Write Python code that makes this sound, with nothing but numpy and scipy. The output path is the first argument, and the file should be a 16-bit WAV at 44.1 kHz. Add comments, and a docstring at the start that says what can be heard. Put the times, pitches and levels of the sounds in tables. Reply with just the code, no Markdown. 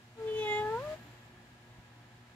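"""A room, heard on a stereo pair: a low electric hum and a faint hiss, perhaps light rain, lie behind.
Close to the microphones a cat gives one soft meow: it starts as a closed-mouth hum, opens to a bright
vowel as the resonances of the mouth move, then closes and lifts in pitch. The background swells with
the call and sinks after it. Last comes a soft low bump, perhaps the cat rolling over on the cushion."""
import sys
import numpy as np
from scipy import signal
from scipy.fft import rfft, irfft, next_fast_len
from scipy.io import wavfile
from scipy.ndimage import uniform_filter1d, map_coordinates

SR = 44100
rng = np.random.default_rng(int(sys.argv[2]) if len(sys.argv) > 2 else 0)


def dump(signal):
    """Clip the signal to [-1, 1] and save it as 16-bit WAV at the path in sys.argv[1]."""
    limited = np.clip(np.atleast_2d(signal).T, -1, 1)
    pcm = np.round(limited * 32767).astype(np.int16)
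    wavfile.write(sys.argv[1], SR, pcm)


N = 103635


def amp(db):
    """Decibels to gain."""
    return 10 ** (np.asarray(db) / 20)


def unit(x):
    """Scale to rms 1."""
    return x / np.sqrt(np.mean(x ** 2) + 1e-20)


def along(points, hz):
    """Read (f/Hz, value) points on a log frequency axis."""
    freqs, values = np.transpose(points)
    return np.interp(np.log(hz + 1), np.log(freqs + 1), values)


def curves(rows):
    """One value per sample for each column after the time, corners rounded."""
    times, *columns = np.transpose(rows)
    return [uniform_filter1d(np.interp(np.arange(N) / SR, times, c), size=300) for c in columns]


def wobble(rate):
    """A smooth random curve, rate knots a second."""
    return map_coordinates(rng.standard_normal(2048), [np.arange(N) * rate / SR], mode="wrap")


def filtered(x, response):
    """Pass x through a response given as a function of frequency."""
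    size = next_fast_len(N + SR // 2)
    return irfft(rfft(x, size) * response(np.fft.rfftfreq(size, 1 / SR)), size)[..., :N]


def resonance(hz, centre_hz, width_hz):
    """Gain of a peak that falls to half at width_hz from its centre."""
    return 1 / (1 + ((hz - centre_hz) / width_hz) ** 2)


def noise(colour):
    """Diffuse noise of rms 1: alike at both microphones in the bass, unrelated in the treble."""
    # likeness of left and right: f/Hz, correlation
    likeness = [(60, 0.91), (130, 1), (290, 0.87), (640, 0.67), (1410, 0), (3100, 0), (15000, 0)]

    def mid_and_side(hz):
        angle = np.arccos(np.clip(along(likeness, hz), -1, 1)) / 2
        return colour(hz) * np.array([np.cos(angle), np.sin(angle)])

    mid, side = filtered(rng.standard_normal((2, N)), mid_and_side)
    return unit(np.array([mid + side, mid - side]))


def hum():
    """An electric appliance: steady tones that waver in level and phase."""
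    # hum lines: f/Hz, level/dB, waver/dB
    lines = [(119.8, -61.5, 1.8), (106.5, -72, 2.5), (240, -69.5, 3), (231.3, -75, 0), (298, -79, -4),
             (357.6, -72.5, 2.5), (636, -82, 4.5), (713, -79, -3.5), (735, -78.5, -0.5), (840, -75.5, 0),
             (974, -80, 4.5), (1308, -79, 0.5), (1649, -77.5, 3.5), (1660, -79, 3), (1733, -79.5, -5)]
    t = np.arange(N) / SR
    out = np.zeros(N)
    for hz, db, waver_db in lines:
        peak = np.sqrt(2) * amp(db + waver_db * wobble(12.09))
        out += peak * np.sin(2 * np.pi * (hz * t + rng.random()) + 0.43 * wobble(8.89))
    return out


def background(hiss_db=-61.5, rumble_db=-63.5, treble_hz=4500, left_lead_s=.0001):
    """Hiss, rumble and hum swell together and reach the left microphone first."""
    # swell around the call: t/s, body level/dB, treble level/dB
    swell = [(0, -1, 2.5), (.16, -2, 2), (.2, 3.5, 6.5), (.28, 7.5, 7.5), (.38, 8, 11.5), (.55, 9, 11.5),
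             (.78, 10.5, 9), (.935, 10, 11.5), (.965, 6, 4), (1.1, 4, 3.5), (1.3, 1.5, 0), (1.6, 0, 1),
             (2.35, 0, -0.5)]
    # spectrum of the hiss: f/Hz, level/dB
    hiss_colour = [(240, -35), (400, -16), (500, -6), (680, -5.5), (860, -5), (1050, -6.5), (1500, -7.5),
                   (1700, -4), (2000, -7), (2800, -10), (4000, -14), (6000, -21), (7200, -19.5),
                   (8200, -25.5), (11200, -29.5), (11750, -27.5), (12600, -31.5), (15500, -37)]
    # spectrum of the rumble: f/Hz, level/dB
    rumble_colour = [(15, -45), (28, -20), (40, -6.5), (60, 0), (110, 0.5), (180, -0.5), (280, -4.5),
                     (450, -10), (900, -37.5)]
    body_db, treble_db = curves(swell)
    hiss = amp(hiss_db + 0.24 * wobble(21)) * noise(lambda hz: amp(along(hiss_colour, hz)))
    treble = filtered(hiss, lambda hz: 1 - resonance(hz, 0, treble_hz))
    hiss = amp(body_db) * (hiss - treble) + amp(treble_db + .4 * wobble(14)) * treble
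    # rumble and hum follow only a share of the swell
    rumble_gain = amp(rumble_db + 0.92 * body_db + 1.2 * wobble(13.03))
    rumble = rumble_gain * noise(lambda hz: amp(along(rumble_colour, hz)))
    mix = hiss + rumble + amp(0.7 * body_db) * hum()
    return filtered(mix, lambda hz: np.exp(1j * np.pi * hz * left_lead_s * np.array([[1], [-1]])))


def formants():
    """The moving resonances of the cat's mouth and nose, each as (centre/Hz, gain, width/Hz)."""
    # All four list t/s, f/Hz, level/dB over the fundamental.
    # lowest mouth resonance, growing louder as the vowel opens, then climbing with the final lift in pitch
    low_mouth = [(.18, 910, -13), (.24, 850, -17.5), (.32, 830, -32), (.4, 844, -19.5), (.445, 824, -4.5),
                 (.56, 830, -1), (.698, 930, -0.5), (.712, 890, -10), (.728, 910, -1.5), (.785, 1010, 1),
                 (.82, 1019, -9), (.855, 1154, -10), (.93, 1070, -31)]
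    # second resonance, falling from "ee" to "oo"
    vowel = [(.26, 3100, -42), (.285, 3050, -22.5), (.36, 3040, -11.5), (.435, 2530, -10.5),
             (.475, 2200, 0), (.515, 2120, 0.5), (.59, 1995, -0.5), (.625, 1830, -5.5), (.675, 1707, -10),
             (.72, 1530, -1), (.76, 1470, -12), (.81, 1340, -3.5), (.9, 1280, -19.5)]
    # nasal resonance of the closed-mouth start
    nasal = [(.18, 1340, -15), (.225, 1330, -21), (.28, 1320, -49), (.4, 1330, -55)]
    # high whistling resonance of the open mouth
    whistle = [(.33, 6500, -43), (.385, 6340, -25), (.43, 6200, -28), (.46, 7040, -28), (.53, 7020, -21),
               (.59, 7060, -24.5), (.62, 7150, -49)]
    tract = []
    for rows, width_hz in [(low_mouth, 175), (vowel, 121), (nasal, 121), (whistle, 250)]:
        centre_hz, db = curves(rows)
        tract.append((centre_hz, amp(db), width_hz))
    return tract


def meow(fall_db_per_octave=27.5, jitter=.003, shimmer_db=0.55, overtone_shimmer_db=0.62):
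    """The cat, close up: clean harmonics of one pitch pass through the resonances of nose and mouth."""
    # pitch of the voice: t/s, f/Hz
    melody = [(.16, 454.5), (.23, 441), (.27, 440.5), (.325, 431), (.385, 434.7), (.45, 423.8), (.52, 420),
              (.6, 422.2), (.68, 427.3), (.75, 453.7), (.775, 478), (.805, 524.6), (.83, 579),
              (.855, 602.4), (.94, 625)]
    # strength of the fundamental: t/s, level/dB
    voice = [(.155, -69), (.19, -44.5), (.27, -34), (.35, -35), (.385, -33), (.45, -35.5), (.58, -34),
             (.66, -36.5), (.758, -34.5), (.788, -43), (.83, -42), (.87, -39), (.94, -38), (.96, -55)]
    # bright overtones of the open mouth: t/s, level/dB over the fundamental
    brightness = [(.255, -41), (.275, -24), (.33, -28.5), (.4, -17.5), (.46, -13), (.57, -16.5),
                  (.618, -21), (.632, -29), (.8, -50)]
    # colour of those overtones: f/Hz, level/dB
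    bright_colour = [(1500, -36), (2100, -6), (2550, -2), (3000, -2), (3400, 2.5), (3800, -3.5),
                     (4300, -23.5), (5050, -28), (5500, -20), (7700, -50), (11200, -31), (15000, -34)]
    # balance at the microphone pair: f/Hz, left minus right/dB
    balance = [(430, 1.8), (600, 3.5), (850, 5), (950, -1.5), (1270, -1), (1700, -5.5), (2110, -8),
               (2550, 8), (3000, -2), (3400, -6), (3800, -12), (4500, -2), (7000, 22)]
    # phase at the pair: f/Hz, lead of the left/rad
    left_lead = [(430, 0.26), (620, 0.35), (850, 0.43), (1270, 0.53), (1700, 1.2), (2110, 2.1), (3000, 1.8),
                 (3400, 1.2), (7000, 2.3)]
    (pitch,), (voice_db,), (bright_db,) = curves(melody), curves(voice), curves(brightness)
    tract = formants()
    pitch = pitch * (1 + jitter * wobble(109.85))
    phase = 2 * np.pi * np.cumsum(pitch) / SR
    sides = np.array([[.5], [-.5]])
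    out = np.zeros((2, N))
    for k in range(1, 28):
        hz = k * pitch
        gain = amp(-fall_db_per_octave * np.log2(k))
        if k > 1:  # resonances, plain overtone and brightness add in power
            power = sum((peak * resonance(hz, centre, width)) ** 2 for centre, peak, width in tract)
            power += gain ** 2 + amp(bright_db + along(bright_colour, hz)) ** 2
            gain = np.sqrt(power) * amp(overtone_shimmer_db * wobble(60.94))
        pan = amp(sides * along(balance, hz))
        pan /= np.linalg.norm(pan, axis=0)
        out += 2 * gain * pan * np.sin(k * phase + sides * along(left_lead, hz))
    t = np.arange(N) / SR
    voiced = (t > voice[0][0]) & (t < voice[-1][0])
    return out * voiced * amp(voice_db + shimmer_db * wobble(89.6))


def room(x, level_db=-21, t60_s=.25):
    """The room's short, weak echo, arriving 4 ms after the direct sound."""
    t = np.arange(SR // 3) / SR
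    tail = rng.standard_normal((2, len(t))) * amp(-60 * t / t60_s) * (t > .004)
    tail /= np.linalg.norm(tail[0])
    return amp(level_db) * signal.fftconvolve(x, tail, axes=1)[:, :N]


def sheen():
    """Faint, narrow bands high in the hiss build during the call and linger after it."""
    # hiss bands: f/Hz, width/Hz, level/dB, start/s, full/s, fade from/s, gone/s (cut if before the fade)
    bands = [(11900, 280, -76.5, .25, 0.43, 1.04, 1.4), (7200, 300, -78, 0.18, .5, 1.34, 1.27)]
    t = np.arange(N) / SR
    out = np.zeros((2, N))
    for centre_hz, width_hz, db, *times in bands:
        envelope = amp(db) * np.interp(t, times, [0, 1, 1, 0])
        out += envelope * noise(lambda hz: resonance(hz, centre_hz, width_hz))
    return out


def bump(at_s=1.793, half_length_s=0.011, level_db=-52.5):
    """A soft low bump, perhaps the cat rolling over on the cushion."""
    t = np.arange(N) / SR
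    envelope = amp(level_db) * np.exp(-((t - at_s) / half_length_s) ** 2)
    return envelope * noise(lambda hz: resonance(hz, centre_hz=140, width_hz=78))


def scene():
    """The cat near the microphones, its room and the background behind it."""
    cat = meow()
    return cat + room(cat) + bump() + background() + sheen()


def record(dry):
    """The recorder passes nothing above 15720 Hz."""
    return filtered(dry, lambda hz: hz < 15720)


dry = scene()
out = record(dry)
dump(out)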